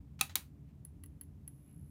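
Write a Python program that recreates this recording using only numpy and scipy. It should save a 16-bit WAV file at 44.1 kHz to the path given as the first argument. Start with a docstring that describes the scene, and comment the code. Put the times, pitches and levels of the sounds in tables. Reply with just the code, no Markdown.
"""A push switch clicks down and springs back, close by, over the low rumble of a carpeted room.
Each throw cracks the contacts and rings the housing. A fluorescent tube then tries to strike:
its starter pings six times, ringing a small glass bulb and knocking the fitting's casing.
Once lit, the tube gives a faint high whine and a thin sizzle, both pulsing with the mains."""
import sys
import numpy as np
from scipy import signal
from scipy.fft import rfft, irfft
from scipy.io import wavfile
from scipy.ndimage import uniform_filter1d

SR = 44100
rng = np.random.default_rng(int(sys.argv[2]) if len(sys.argv) > 2 else 0)


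def dump(signal):
    """Clip the signal to [-1, 1] and save it as 16-bit WAV at the path in sys.argv[1]."""
    limited = np.clip(np.atleast_2d(signal).T, -1, 1)
    pcm = np.round(limited * 32767).astype(np.int16)
    wavfile.write(sys.argv[1], SR, pcm)


N = 83790
TIME = np.arange(N) / SR
ROOM_ONSET_S = .005
TILT_PIVOT_HZ = 11170


def from_db(db):
    """Decibels to gain."""
    return 10 ** (np.asarray(db) / 20)


def noise(colour, white=None):
    """Unit-rms noise, shaped by rows of frequency in Hz, relative density in dB."""
    points_hz, points_db = np.array(colour, float).T
    white = rng.standard_normal(N) if white is None else white
    hz = np.maximum(np.fft.rfftfreq(N, 1 / SR), 1)
    gain = from_db(np.interp(np.log(hz), np.log(points_hz), points_db))
    x = irfft(rfft(white) * gain, N)
    return x / x.std()


def strike(start_s, rise_s, t60_s):
    """Envelope of a blow: linear rise, exponential decay."""
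    age_s = np.maximum(TIME - start_s, 0)
    return np.minimum(age_s / rise_s, 1) * np.exp(-np.log(1000) * age_s / t60_s)


def ring(start_s, rise_s, modes, build_cycles=2.5):
    """Struck, damped modes: low ones build up later, neighbours swing in opposite directions."""
    out = 0
    for k, (hz, db, t60_s) in enumerate(modes):
        envelope = strike(start_s, rise_s + build_cycles / hz, t60_s)
        out += (-1) ** k * from_db(db) * envelope * np.sin(2 * np.pi * hz * (TIME - start_s))
    return out


def swell(colour, levels, window_s=.06):
    """Noise, evened out, then led along a level curve."""
    x = noise(colour)
    times_s, db = np.transpose(levels)
    power = uniform_filter1d(x ** 2, int(window_s * SR))
    power = uniform_filter1d(power, int(window_s * SR / 2))
    return from_db(np.interp(TIME, times_s, db)) * x / np.sqrt(power + 1e-9)


def rumble(floor_db=-61.5, drone_half_width_hz=5):
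    """Room rumble and hiss with wavering drones; two low bands an octave apart swell separately."""
    # Each row: frequency in Hz, relative density in dB.
    floor_colour = [(20, -41), (32, -29), (50, -13), (75, -8), (105, -9), (150, -11), (190, -9), (290, -13),
                    (380, -23), (480, -28), (1000, -36.5), (1600, -43), (2400, -44.3), (4500, -51),
                    (12000, -52), (15000, -50), (15800, -63)]
    deep_colour = [(30, -55), (52, -19), (65, -1), (74, 1), (88, -5), (105, -14), (400, -120)]
    octave_colour = [(90, -45), (120, -12), (140, 1), (160, -5), (180, -13), (550, -120)]
    # Each row: time in seconds, level in dB.
    deep_levels = [(0.03, -51), (0.075, -62), (0.13, -53), (0.23, -59), (0.31, -53), (0.45, -59),
                   (0.8, -59), (0.9, -54), (1.12, -53), (1.2, -59), (1.34, -52), (1.5, -60), (1.63, -65),
                   (1.74, -60), (1.82, -52), (1.9, -57)]
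    octave_levels = [(0, -61), (0.2, -53), (0.29, -60), (0.41, -66), (0.48, -58), (0.57, -60), (0.63, -52),
                     (0.72, -60), (0.81, -55), (1.06, -65), (1.15, -55), (1.21, -65), (1.27, -58),
                     (1.56, -56), (1.64, -65), (1.82, -51), (1.9, -57)]
    # Each row: centre in Hz, level in dB.
    drones = [(222, -71), (284, -70), (408, -84)]
    out = from_db(floor_db) * noise(floor_colour)
    hz = np.fft.rfftfreq(N, 1 / SR)
    for centre_hz, db in drones:
        peak = 1 / (1 + ((hz - centre_hz) / drone_half_width_hz) ** 2)
        drone = irfft(rfft(rng.standard_normal(N)) * peak, N)
        out += from_db(db) * drone / drone.std()
    return out + swell(deep_colour, deep_levels) + swell(octave_colour, octave_levels)


def room(x, t60_s=.16, wet_db=-17):
    """Short diffuse tail of a furnished room."""
    # Each row: frequency in Hz, relative density in dB.
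    tail_colour = [(200, 0.5), (1000, 1.5), (3000, 0.5), (7000, -1), (9800, 2.5), (11200, -1), (13000, -2),
                   (16000, -2.5)]
    tail = noise(tail_colour) * strike(ROOM_ONSET_S, ROOM_ONSET_S, t60_s)
    return from_db(wet_db) * signal.fftconvolve(x, tail / np.linalg.norm(tail))[:N]


def hand():
    """Faint rustles that swell and fade, like a hand on the fitting."""
    # Each row: crest time in seconds, length in seconds, level in dB.
    rustles = [(0.695, .05, -81), (1.70, .07, -82)]
    # Each row: frequency in Hz, relative density in dB.
    rustle_colour = [(800, -14), (1700, -6), (2500, 0), (3300, -9), (6000, -20), (16000, -30)]
    envelope = sum(from_db(db) * np.exp(-(2 * (TIME - crest_s) / length_s) ** 2)
                   for crest_s, length_s, db in rustles)
    return noise(rustle_colour) * envelope


def lamp(mains_hz=59.98, crest_s=1.713, whine_hz=11158, sizzle_lead_s=.0005):
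    """The tube's whine swells once per mains cycle, its sizzle twice."""
    # Each row: time in seconds, whine crest level in dB, sizzle crest level in dB.
    levels = [(0.83, -115, -110), (0.9, -90, -91), (1.46, -90, -91), (1.5, -76, -76), (1.62, -77, -76),
              (1.68, -67.5, -76), (1.76, -66, -76), (1.9, -72.5, -76)]
    # Each row: frequency in Hz, relative density in dB.
    sizzle_colour = [(4000, -22), (8800, -14), (9800, 1), (11500, 2), (12200, -16), (13200, -5),
                     (15000, -2), (15500, -22)]
    times_s, whine_db, sizzle_db = np.transpose(levels)
    mains_rad = 2 * np.pi * mains_hz * (TIME - crest_s)
    whine = np.cos(mains_rad / 2) ** 4 * np.sqrt(2) * np.sin(2 * np.pi * whine_hz * TIME)
    whine *= from_db(np.interp(TIME, times_s, whine_db))
    repeat_share = .7  # of the sizzle's power, the same in every cycle
    repeating = np.resize(rng.standard_normal(round(SR / mains_hz)), N)
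    white = np.sqrt(repeat_share) * repeating + np.sqrt(1 - repeat_share) * rng.standard_normal(N)
    pulses = np.abs(np.cos(mains_rad + 2 * np.pi * mains_hz * sizzle_lead_s)) ** .9
    sizzle = from_db(np.interp(TIME, times_s, sizzle_db)) * pulses * noise(sizzle_colour, white)
    return whine + sizzle


def voiced(modes, tilt_db_oct=0, spread_db=2):
    """Modes as one ping excites them: tilted in brightness, each slightly random in strength."""
    return [(hz, db + tilt_db_oct * np.log2(hz / TILT_PIVOT_HZ) + spread_db * rng.uniform(-1, 1), t60_s)
            for hz, db, t60_s in modes]


def starter(rise_s=.0009, knock_db=-2):
    """Each try at striking the tube ticks the contacts, rings the glass bulb and knocks the casing."""
    # Each row: start in seconds, bulb, contact and casing gains in dB, tilt in dB per octave.
    pings = [(0.8497, -39.5, -46, -64.5, -7), (1.0364, -50, -45.5, -56.5, 7), (1.0598, -50.5, -50, -68, 4),
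             (1.2112, -38, -42, -57, 3), (1.2344, -55, -55, -74, 2), (1.4771, -38.5, -42, -60, 0)]
    # Each row: mode frequency in Hz, relative level in dB, T60 in seconds.
    bulb_modes = [(6300, -28, .016), (8430, -24, .025), (9400, -13, .02), (9850, -8, .017),
                  (10400, -14, .018), (11170, 1, .024), (12750, -18, .02), (13200, -13, .014),
                  (14200, -17, .014), (14900, -7.5, .016)]
    casing_modes = [(1100, -5, .03), (1560, -5, .03), (1970, -1, .028), (2750, -4, .022), (3150, -6, .022),
                    (4490, -4, .02), (5350, -12, .02)]
    # Each row: frequency in Hz, relative density in dB.
    knock_colour = [(300, -9), (1000, -0.5), (1900, 0), (2800, -2), (3700, -7), (8000, -9), (16000, -13)]
    contact_colour = [(5000, -38), (7800, -19.5), (10000, 1), (12200, -8), (15000, -3.5), (16000, -22)]
    knock = from_db(knock_db) * noise(knock_colour)
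    out = 0
    for start_s, bulb_db, contact_db, casing_db, tilt_db_oct in pings:
        tilted = [(hz, db + tilt_db_oct * np.log2(hz / TILT_PIVOT_HZ)) for hz, db in contact_colour]
        contact = noise(tilted) * strike(start_s, rise_s, t60_s=.016)
        bulb = ring(start_s, rise_s, voiced(bulb_modes, tilt_db_oct))
        casing = ring(start_s, rise_s, voiced(casing_modes))
        casing += knock * strike(start_s, rise_s, t60_s=.028)
        out += from_db(bulb_db) * bulb + from_db(contact_db) * contact + from_db(casing_db) * casing
    return out


def finger(housing_modes, rise_s=.002, softness_hz=3500, rock_s=.2945):
    """A soft fingertip rubs the button, barely moving the high modes; the held button rocks once."""
    # Each row: start in seconds, rub level in dB, rub T60 in seconds, housing gain in dB.
    rubs = [(0.1905, -53.5, .2, -32), (0.2937, -53, .14, -30)]
    # Each row: frequency in Hz, relative density in dB.
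    rub_colour = [(300, -14), (800, -3), (2000, 0), (4000, -2), (5000, -8), (7000, -7), (9000, -15),
                  (16000, -17)]
    # Each row: mode frequency in Hz, level in dB, T60 in seconds.
    button_modes = [(850, -57, .05), (1945, -49, .035), (2620, -51, .035), (3945, -50, .024)]
    softened = [(hz, db - 20 * np.log10(1 + (hz / softness_hz) ** 2), t60_s)
                for hz, db, t60_s in housing_modes]
    friction = noise(rub_colour)
    out = ring(rock_s, rise_s, button_modes)
    for start_s, rub_db, t60_s, ring_db in rubs:
        out += from_db(rub_db) * strike(start_s, rise_s, t60_s) * friction
        out += from_db(ring_db) * ring(start_s, rise_s, softened)
    return out


def bounce(rise_s=.0004):
    """The switch's parts clack as they settle after each throw."""
    # Each row: start in seconds, level in dB, T60 in seconds.
    clacks = [(0.2122, -28, .012), (0.3573, -30, .012), (0.3612, -36, .012)]
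    # Each row: frequency in Hz, relative density in dB.
    clack_colour = [(400, -18), (1000, -4), (2200, -4), (3200, -7), (4100, 1), (5200, -3), (7000, -2),
                    (9000, -8), (16000, -16)]
    envelope = sum(from_db(db) * strike(start_s, rise_s, t60_s) for start_s, db, t60_s in clacks)
    return noise(clack_colour) * envelope


def snap(start_s, throw, modes):
    """One throw: contact crack, housing ring, dull body knock and their scatter in the room."""
    # Each row: frequency in Hz, relative density in dB.
    crack_colour = [(300, -16), (1000, -7), (2500, 0), (5000, -2.5), (8000, -1), (11500, 0), (15000, 0),
                    (16000, -6)]
    knock_colour = [(100, -10), (270, 4), (480, -10), (650, -8), (900, 0), (1500, -3), (2500, -2),
                    (5000, -10), (16000, -22)]
    scatter_colour = [(200, -4), (500, -6), (850, 2), (1350, 1.5), (1700, -1), (2500, 2.5), (3200, -2),
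                      (4100, 0), (5500, -4), (8000, -4), (11000, -4), (13500, -1), (15300, -5),
                      (16000, -12)]
    rise_s, ring_db, crack_db, crack_t60_s, knock_db, scatter_db = throw
    crack = from_db(crack_db) * strike(start_s, rise_s, crack_t60_s) * noise(crack_colour)
    housing = from_db(ring_db) * ring(start_s, rise_s, modes)
    knock = from_db(knock_db) * strike(start_s, rise_s=.002, t60_s=.045) * noise(knock_colour)
    scatter = strike(start_s + ROOM_ONSET_S, ROOM_ONSET_S, t60_s=.195) * noise(scatter_colour)
    return crack + housing + knock + from_db(scatter_db) * scatter


def switch(press_s=.2104, release_s=.3552):
    """The button goes down and springs back, exciting the same housing differently each way."""
    # Each row: mode frequency in Hz, T60 in seconds, press level in dB, release level in dB.
    housing_modes = [(278, .1, -54, -49), (785, .06, -34, -50), (1050, .04, -39, -45),
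                     (1265, .05, -32, -44), (1960, .025, -38, -40), (2230, .05, -43, -37),
                     (2425, .045, -31, -43), (2595, .036, -24.5, -43), (2730, .03, -30, -47),
                     (3420, .02, -26, -36), (3850, .028, -27, -27), (4400, .028, -28, -29),
                     (6250, .025, -30, -42), (6930, .016, -23, -25.5), (9050, .014, -25, -27),
                     (9800, .015, -22, -31), (12550, .014, -27, -23), (13150, .009, -25, -16),
                     (15100, .014, -26, -25)]
    # Each throw: rise in seconds, ring gain in dB, crack level in dB, crack T60 in seconds,
    # knock level in dB, scatter level in dB.
    press = (.0009, 0, -20.5, .02, -38.5, -43.5)
    release = (.0005, -0.5, -21.5, .016, -44, -44)
    press_modes = [(hz, db, t60_s) for hz, t60_s, db, _ in housing_modes]
    release_modes = [(hz, db, t60_s) for hz, t60_s, _, db in housing_modes]
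    snaps = snap(press_s, press, press_modes) + snap(release_s, release, release_modes)
    return snaps + finger(press_modes) + bounce()


def scene():
    """Switch, starter, lamp and rustles in the room, over the rumble; mono."""
    near = switch() + starter() + lamp() + hand()
    return (near + room(near) + rumble())[None]


def record(dry):
    """Brief fade-in, then a steep low-pass."""
    fade_s, cutoff_hz = .006, 16200
    lowpass = signal.ellip(10, .2, 70, cutoff_hz, fs=SR, output="sos")
    return signal.sosfilt(lowpass, dry * np.minimum(TIME / fade_s, 1))


dry = scene()
out = record(dry)
dump(out)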